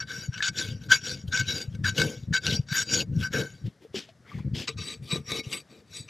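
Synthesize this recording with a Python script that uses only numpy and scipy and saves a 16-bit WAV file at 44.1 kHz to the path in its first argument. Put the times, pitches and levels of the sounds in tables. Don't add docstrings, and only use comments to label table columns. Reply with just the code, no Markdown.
import sys
import numpy as np
from scipy import signal
from scipy.fft import rfft, irfft, next_fast_len
from scipy.io import wavfile
from scipy.ndimage import uniform_filter1d

SR = 44100
rng = np.random.default_rng(int(sys.argv[2]) if len(sys.argv) > 2 else 0)


def generate_wav(sig):
    pcm = np.round(np.clip(np.atleast_2d(sig).T, -1, 1) * 32767).astype(np.int16)
    wavfile.write(sys.argv[1], SR, pcm)


N = 268569


def gain_of(db):
    return 10 ** (np.asarray(db) / 20)


def evened(x):
    return x / np.sqrt(np.mean(x ** 2) + 1e-20)


def add(mix, start_s, sound):
    part = mix[round(start_s * SR):][:len(sound)]
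    part += sound[:len(part)]


def wander(per_s):
    steps = rng.standard_normal(1000)
    return evened(np.interp(np.arange(N) / SR * per_s, np.arange(1000), steps))


def clicks(per_s, spread_db):
    boost_db = spread_db * np.minimum(rng.exponential(1, N), 4)
    size = gain_of(boost_db) * rng.standard_normal(N)
    return evened(size * (rng.random(N) < per_s / SR))


def colour(x, points):
    point_hz, point_db = np.transpose(points)
    size = next_fast_len(N)
    hz = np.fft.rfftfreq(size, 1 / SR)
    curve_db = np.interp(np.log(hz + 1), np.log(point_hz + 1), point_db, left=-90)
    return evened(irfft(rfft(x, size) * gain_of(curve_db), size)[:N])


def patchy(x, depth_db):
    spectrum = signal.stft(x, nperseg=256)[2]
    patches = rng.standard_normal(spectrum.shape)
    patches = uniform_filter1d(patches, size=4, axis=0)
    patches = uniform_filter1d(patches, size=9, axis=1)
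    return evened(signal.istft(spectrum * gain_of(depth_db * evened(patches)), nperseg=256)[1][:N])


EDGE_DB, RISE_CURVE, RELEASE_CURVE = 39, 1.23, 0.81


def contact(rows, over_db=0, follow=1, lag_s=0, early_db=0):
    out = np.zeros(N)
    over_db = over_db + np.zeros(len(rows))
    early_db = early_db + np.zeros(len(rows))
    for row, over, early in zip(rows, over_db, early_db):
        start, rise, hold, release, db, change_db = row[:6]
        t = np.arange(0, rise + hold + release, 1 / SR)
        spans = [(0, rise), (rise, hold), (rise + hold, release)]
        rising, held, leaving = (np.clip((t - s) / max(span, 1e-3), 0, 1) for s, span in spans)
        edges = (1 - rising) ** RISE_CURVE + leaving ** RELEASE_CURVE
        shape_db = change_db * held - EDGE_DB * edges
        add(out, max(start + lag_s, 0), gain_of(db + over + follow * shape_db - early * held))
    return uniform_filter1d(out, size=90)


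# pitch in Hz, strength in dB per Hz.
GRIT_TONE = [(500, -42.5), (1000, -20.5), (1900, 1.5), (2400, 20), (2900, 24), (4200, 19.5), (6200, 17),
             (7500, 8), (9000, -30)]


def grit(pressure, teeth):
    return pressure * patchy(colour(teeth, GRIT_TONE), depth_db=6.0)


# pitch in Hz, strength in dB per Hz.
CHIP_TONE = [(6500, -7.5), (8200, 5.5), (9700, -3.5), (11500, 6.5), (13000, -11), (14300, -19)]


def fine_chips(pressure, teeth):
    return pressure * patchy(colour(teeth, CHIP_TONE), depth_db=5)


# pitch in Hz, strength in dB per Hz.
THRUM_TONE = [(120, -8.5), (220, 5.5), (350, 3.5), (500, -1.5), (600, -12.5), (800, -12.5), (1300, -21.5),
              (2000, -31)]


def hoof_thrum(pressure):
    return pressure * colour(clicks(per_s=1600, spread_db=2.0), THRUM_TONE)


def knock_train(starts_s, levels_db):
    out = np.zeros(N)
    for start_s, db in zip(starts_s, levels_db):
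        add(out, start_s, gain_of(db) * np.hanning(9))
    return out


REGRIP_S = 4.0


def ring(force, knocks, pitches, modes, drift_db):
    t = np.arange(N) / SR
    knots = np.arange(0, N / SR + .1, .045)
    out = np.zeros(N)
    for hz, (width, first_db, second_db, knock_db) in zip(pitches, modes):
        grip_db = np.where(knots > REGRIP_S, second_db, first_db)
        swell = gain_of(grip_db + drift_db * rng.standard_normal(len(knots)))
        push = force * np.interp(t, knots, swell) * rng.standard_normal(N)
        push += gain_of(knock_db) * knocks
        r = np.exp(-np.pi * width / SR)
        skirt = np.exp(-np.pi * 500 / SR)
        turn = np.exp(2j * np.pi * hz / SR)
        rung = signal.lfilter([1 - skirt], np.poly([r * turn, skirt * turn]), push)
        out += np.sqrt(2 - 2 * r * r) * rung.imag
    return out


# time in seconds, push in dB, push on the twisting mode in dB over it.
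KNOCKS = [(0.0902, -35, -28), (0.378, -24, -9), (0.405, -34.5, 24), (0.4246, -16, 1), (0.483, -14, -14),
          (0.835, -39, -20), (0.8627, -45, -19.5), (0.9034, -41.5, -5), (0.9204, -18.5, -13),
          (1.3287, -27, -34), (1.373, -10.5, -22), (1.7499, -34, -15.5), (1.8408, -33, 0),
          (1.8506, -40, 2.5), (1.8692, -35, -20), (1.9814, -13.5, -14.5), (1.998, -8.5, -17),
          (2.0161, -6.5, -13), (2.3277, -30.5, 13.5), (2.3379, -23, 11), (2.435, -27, -20),
          (2.686, -28.5, -11), (2.726, -15.5, -10), (2.8977, -24.5, -21), (3.334, -24, -7),
          (4.6773, -27, -40), (4.7713, -43, -27), (4.79, -55, -37), (4.8183, -33.5, -16),
          (5.2997, -32, -34), (5.5253, -35, -23), (5.9294, -40, -38)]
MODE_HZ = [
    [1050, 1200, 1540],
    [1950, 2210, 2410, 2610, 3010],
    [3600, 3880, 4560, 4740, 5625, 6250, 6735, 7390, 7980],
    [9295, 9970, 10700, 12150, 12600],
    [140, 450, 500],
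    [1700],
]
# width in Hz, dB in the first grip, dB in the second grip, dB when knocked.
MODE_RING = [
    [(60.6, -25.5, -13, -24.5), (50, -33, -1.5, -22.5), (39.2, 2, -10.5, -1.5)],
    [(200, -10.5, 2.5, -18), (40, -1.5, 3.5, -7.5), (71, -31, 5.5, -31), (60, -10, 0, -16.5),
     (80.5, -6.5, -20, -24)],
    [(90, -8.5, -4, -9.5), (72.3, -3, 3, -7), (53.7, -7, -2, -10.5), (50, -1, -7.5, -9.5),
     (65, 2, -2, -11.5), (306.4, -19.5, -11, -5), (69.9, -0.5, -9.5, -24), (65, -24, -18.5, -23),
     (66.9, -15.5, -2, -5)],
    [(90, -2, 2, -16.5), (60, -6, -10, -17.5), (110, -5, -7, -32), (80, -3, -11.5, -38.5),
     (120, -0.5, -8, -30.5)],
    [(21.6, -1, -3.5, -40), (25, -6.5, -2, -32.5), (50.4, -3.5, -32, -32.5)],
    [(70, -5, -16, -1.5)],
]
# dB over the pressure that drives it, drift in dB as the contact slides.
GROUPS = [(-6, 1.9), (-14, 2.5), (-12, 6), (-6, -5.5), (-0.5, 1.9), (-13, 5.5)]


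def ringing(pressures):
    starts_s, knock_db, twist_db = np.transpose(KNOCKS)
    knocks = knock_train(starts_s, knock_db)
    twists = knock_train(starts_s, knock_db + twist_db)
    blows = [knocks] * 5 + [twists]
    out = np.zeros(N)
    for pressure, blow, group, pitches, modes in zip(pressures, blows, GROUPS, MODE_HZ, MODE_RING):
        share_db, drift_db = group
        out += ring(pressure * gain_of(share_db), blow, pitches, modes, drift_db)
    return out


STROKES = [ (0.0, 0.002, 0.031, 0.025, -46, -12.5, 20.5, 9, -25, -11),
           (0.048, 0.047, 0.16, 0.067, -47.5, -4, 12.5, 8, -17, -8),
           (0.301, 0.034, 0.068, .03, -55.5, 6.5, 14.5, 1, -23, -10),
           (0.404, 0.025, .06, 0.021, -34, 3, 7, 5, -30, -30),
           (0.502, 0.091, .13, 0.14, -33.5, -16.5, 3.5, 3, -21, -12),
           (0.785, 0.027, 0.057, 0.026, -62, 4.5, 6.5, 4, -19, 1.5),
           (0.885, 0.037, 0.051, .05, -19, -19.5, 8.5, -2.5, -20.5, -28),
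           (0.972, 0.1, 0.077, 0.15, -37.5, -7.5, 2.5, 4.5, -22.5, -10),
           (1.257, 0.022, 0.047, 0.018, -57, -12, 0.5, 1.5, -11.5, 2),
           (1.304, 0.026, 0.08, 0.066, -35.5, 4, 7.5, 2, -30, -21),
           (1.432, 0.057, 0.14, 0.078, -39, -6, 5.5, 8, -18, -5.5),
           (1.686, 0.031, 0.036, 0.047, -63.5, 4, -2.5, -23, -17, -5),
           (1.833, 0.011, 0.049, 0.047, -37.5, 5, 13.5, 4.5, -19.5, -18),
           (1.925, 0.059, 0.13, 0.11, -30, -16, 2, -0.5, -20.5, 0),
           (2.087, 0.012, 0.16, .06, -52.5, -14, -0.5, 3, -26, -17),
           (2.321, 0.017, 0.041, 0.015, -30, -6, 11.5, 9.5, -24.5, -19),
           (2.392, 0.071, .1, 0.078, -31.5, -6, 1, 2, -23, -7.5),
           (2.665, .09, 0.07, 0.053, -33.5, -2.5, 10.5, 11, -18, -19),
           (2.838, 0.089, 0.093, 0.026, -32.5, -2.5, -1.5, 3, -21.5, -5.5),
           (3.097, 0.057, 0.06, 0.034, -57.5, 9, 3.5, -3, -19, -4),
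           (3.176, 0.058, 0.04, 0.032, -41, -7, 15.5, 5.5, -19, -22),
           (3.301, 0.038, 0.078, 0.057, -33, -4.5, 10.5, 0, -22.5, 1),
           (3.418, 0.014, 0.22, 0.095, -53, -25.5, 10, 8, -15, -5.5),
           (4.669, 0.0082, 0.0085, 0.061, -26, -5, -2.5, -3.5, -37, -16),
           (4.76, 0.019, 0.16, 0.063, -47.5, 1, 0.5, 9.5, -18.5, -6),
           (4.996, 0.035, 0.059, 0.023, -58.5, 7.5, -6.5, 1, -11, -3),
           (5.073, 0.044, 0.056, 0.08, -40.5, -7.5, 5, 6.5, -15, 1),
           (5.24, 0.064, 0.093, 0.036, -41.5, -5, 4, 9.5, -11.5, 1),
           (5.417, 0.02, 0.094, 0.041, -56.5, 8.5, -2, 1.5, -17, 2),
           (5.485, 0.047, 0.076, 0.043, -41, -19.5, 0, 12.5, -6.5, -6),
           (5.661, 0.042, 0.11, 0.031, -64.5, -4, 1, 7.5, -24.5, 6.5),
           (5.849, 0.12, 0.063, 0.18, -48, -16, -5, 12, -10, -7),
           (6.065, 0.025, .02, .02, -52, 5, 4, 0, -34, 9)]
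RING_FOLLOW, CHIP_FOLLOW, THRUM_FOLLOW = 0.96, 1.05, 0.84
THRUM_LAG_S = 0.0093
TWIST_FADE_DB, MIDDLE_FADE_DB, THRUM_GROW_DB, CHIP_GROW_DB = 24, 1, 1, 2
LOW_FADE_DB_PER_S = 37


def rasp():
    columns = np.transpose(STROKES)
    hold_s = columns[2]
    low_db, upper_db, chip_db, thrum_db = columns[6:]
    middle_db = (low_db + upper_db) / 2

    bites = uniform_filter1d(abs(clicks(per_s=180, spread_db=5.0)), size=90)
    uneven = gain_of(1.1 * wander(per_s=52)) * (1 + 0.15 * evened(bites))

    low = uneven * contact(STROKES, low_db, RING_FOLLOW, early_db=LOW_FADE_DB_PER_S * hold_s)
    middle = uneven * contact(STROKES, middle_db, RING_FOLLOW, early_db=MIDDLE_FADE_DB)
    upper = uneven * contact(STROKES, upper_db, RING_FOLLOW)
    chips = uneven * contact(STROKES, chip_db, CHIP_FOLLOW, early_db=-CHIP_GROW_DB)
    thrum = uneven * contact(STROKES, thrum_db, THRUM_FOLLOW, THRUM_LAG_S, -THRUM_GROW_DB)
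    twist = uneven * contact(STROKES, low_db, RING_FOLLOW, early_db=TWIST_FADE_DB)

    teeth = clicks(per_s=8000, spread_db=4.5)
    out = grit(uneven * contact(STROKES), teeth)
    out += fine_chips(chips, teeth)
    out += hoof_thrum(thrum)
    return out + ringing([low, middle, upper, chips, thrum, twist])


# time in seconds, level in dB.
RUMBLE = [(0.0, -49), (0.59, -50.5), (0.75, -44.5), (1.12, -49.5), (1.36, -43.5), (1.54, -49),
          (1.95, -45.5), (2.02, -50.5), (2.83, -47.5), (3.15, -35), (3.78, -62.5), (4.27, -59.5),
          (4.51, -39.5), (4.65, -53), (4.8, -51), (5.36, -54), (5.73, -62), (6.09, -52.5)]
# pitch in Hz, strength in dB per Hz.
RUMBLE_TONE = [(15, -64), (25, -24), (78, 1.5), (112, 7.5), (145, 5), (204, -0.5), (360, -20.5), (420, -23),
               (550, -26.5), (920, -120)]
# start in seconds, length in seconds, level in dB.
RUBS = [(0.163, 0.045, -40), (0.35, 0.083, -48.5), (0.483, 0.056, -39), (0.605, .19, -38),
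        (0.842, 0.1, -37.5), (1.104, .09, -41), (1.231, 0.044, -38), (1.324, 0.025, -31.5),
        (1.386, 0.067, -36), (1.464, 0.038, -37), (1.531, 0.04, -31.5), (1.689, 0.27, -35),
        (1.96, 0.16, -37), (2.226, 0.017, -33), (2.265, .09, -30.5), (2.444, 0.16, -31),
        (2.948, 0.08, -40.5), (3.073, .2, -30.5), (3.348, 0.033, -29.5), (3.613, 0.1, -32.5),
        (3.946, 0.043, -52.5), (4.321, 0.12, -34.5), (4.425, 0.074, -26), (4.513, .11, -34),
        (4.706, 0.15, -40), (4.963, 0.11, -42.5), (5.145, 0.082, -37), (5.272, 0.07, -41),
        (5.995, 0.023, -45)]
RUB_EDGE_DB = 32.5


def clothes_rubbing():
    rumble_db = np.interp(np.arange(N) / SR, *np.transpose(RUMBLE))
    level = gain_of(rumble_db + 2.6 * wander(per_s=59))
    for start_s, length_s, db in RUBS:
        across = np.linspace(-1, 1, round(length_s * SR))
        add(level, start_s, gain_of(db - RUB_EDGE_DB * across ** 4))
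    level = uniform_filter1d(level, size=300) * gain_of(0.46 * wander(per_s=20))
    return level * colour(clicks(per_s=600, spread_db=1.0), RUMBLE_TONE)


# start in seconds, peak in dB, pitch in Hz.
THUMPS = [(0.282, -19.5, 124), (1.275, -23, 101.9), (1.676, -24, 108.6), (2.588, -15, 133),
          (2.713, -22, 141.4), (3.113, -26.5, 128), (3.165, -16.5, 116), (3.639, -23, 121),
          (4.447, -32.5, 118.3), (5.124, -19.5, 154.5), (5.462, -27.5, 126)]
THUMP_PEAK_S = 0.0083


def clothes_thumps():
    out = np.zeros(N)
    t = np.arange(8000) / SR
    swell = (t / THUMP_PEAK_S * np.exp(1 - t / THUMP_PEAK_S)) ** 2.9
    for start_s, peak_db, hz in THUMPS:
        add(out, start_s, gain_of(peak_db) * swell * np.sin(2 * np.pi * hz * t))
    return out


# pitch in Hz, strength in dB per Hz.
AIR_TONE = [(120, -32), (200, -1.5), (566, -1.5), (918, -11), (1850, -8), (2500, -17.5), (5310, -16.5),
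            (12100, -30), (14500, -50)]
AIR_DB = -64.5


def open_air():
    level = gain_of(AIR_DB + 0.7 * wander(per_s=9.8))
    return level * colour(rng.standard_normal(N), AIR_TONE)


# start, rise, hold and release in seconds, level in dB, change over the hold in dB,
# dull part in dB over the level, low part in dB over the level.
BRUSHES = [(3.624, 0.043, 0.012, 0.13, -52.5, -6, -18.5, 3.5),
           (3.791, 0.033, 0.024, 0.095, -61.5, -3.5, -11, 9), (3.927, 0.032, 0.03, 0.13, -35, 0.5, -15, -7),
           (4.081, 0.011, 0.0089, 0.065, -58, -4, -12, -21), (4.21, 0.074, 0.11, 0.14, -61.5, 4.5, 5.5, 4),
           (4.532, 0.019, 0.073, 0.11, -39, 3, -23, -3.5)]
# pitch in Hz, strength in dB per Hz.
BRUSH_TONE = [(880, -59), (1500, -11), (3280, 0.5), (4080, -5.5), (4830, -5), (7820, -18), (9710, -29.5),
              (11200, -26.5), (14300, -55)]
# pitch in Hz, strength in dB per Hz.
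RUSTLE_TONE = [(470, -39), (800, -10), (1160, -8), (1550, -6), (2210, -3.5), (3000, -21.5), (3900, -51),
               (6600, -120)]


def brushing():
    dull_db, low_db = np.transpose(BRUSHES)[6:]
    uneven = gain_of(0.68 * wander(per_s=80))
    bright = patchy(colour(clicks(per_s=13000, spread_db=1.0), BRUSH_TONE), depth_db=2.0)
    dull = patchy(colour(rng.standard_normal(N), RUSTLE_TONE), depth_db=4.5)
    low = colour(rng.standard_normal(N), THRUM_TONE)
    out = contact(BRUSHES) * bright
    out += contact(BRUSHES, dull_db, follow=0.76) * dull
    out += contact(BRUSHES, low_db, follow=1.0) * low
    return uneven * out


# start in seconds, peak of the tone in dB, pitch in Hz.
TICKS = [(3.657, -43, 353), (3.8497, -39, 450), (3.9438, -25, 393), (4.0896, -46, 660), (4.1244, -66, 570),
         (4.2497, -56, 1405), (4.3163, -40, 1170)]


def ticks():
    out = np.zeros(N)
    t = np.arange(900) / SR
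    for start_s, peak_db, hz in TICKS:
        tone_gain = gain_of(peak_db - 60 * t / 0.085)
        noise_gain = gain_of(peak_db - 16.0 - 60 * t / 0.0034)
        add(out, start_s, tone_gain * np.sin(2 * np.pi * hz * t))
        add(out, start_s, noise_gain * rng.standard_normal(900))
    return out


def scene():
    mono = rasp() + clothes_rubbing() + clothes_thumps() + open_air() + brushing() + ticks()
    return mono * gain_of([[1.37], [-1.63]])


def record(dry):
    bass_cut = signal.butter(3, 55., "high", fs=SR, output="sos")
    cut = signal.sosfilt(bass_cut, dry)
    edge = signal.firwin(1023, 14580, window=("kaiser", 10), fs=SR)
    return signal.oaconvolve(cut, edge[None], "same")


dry = scene()
out = record(dry)
generate_wav(out)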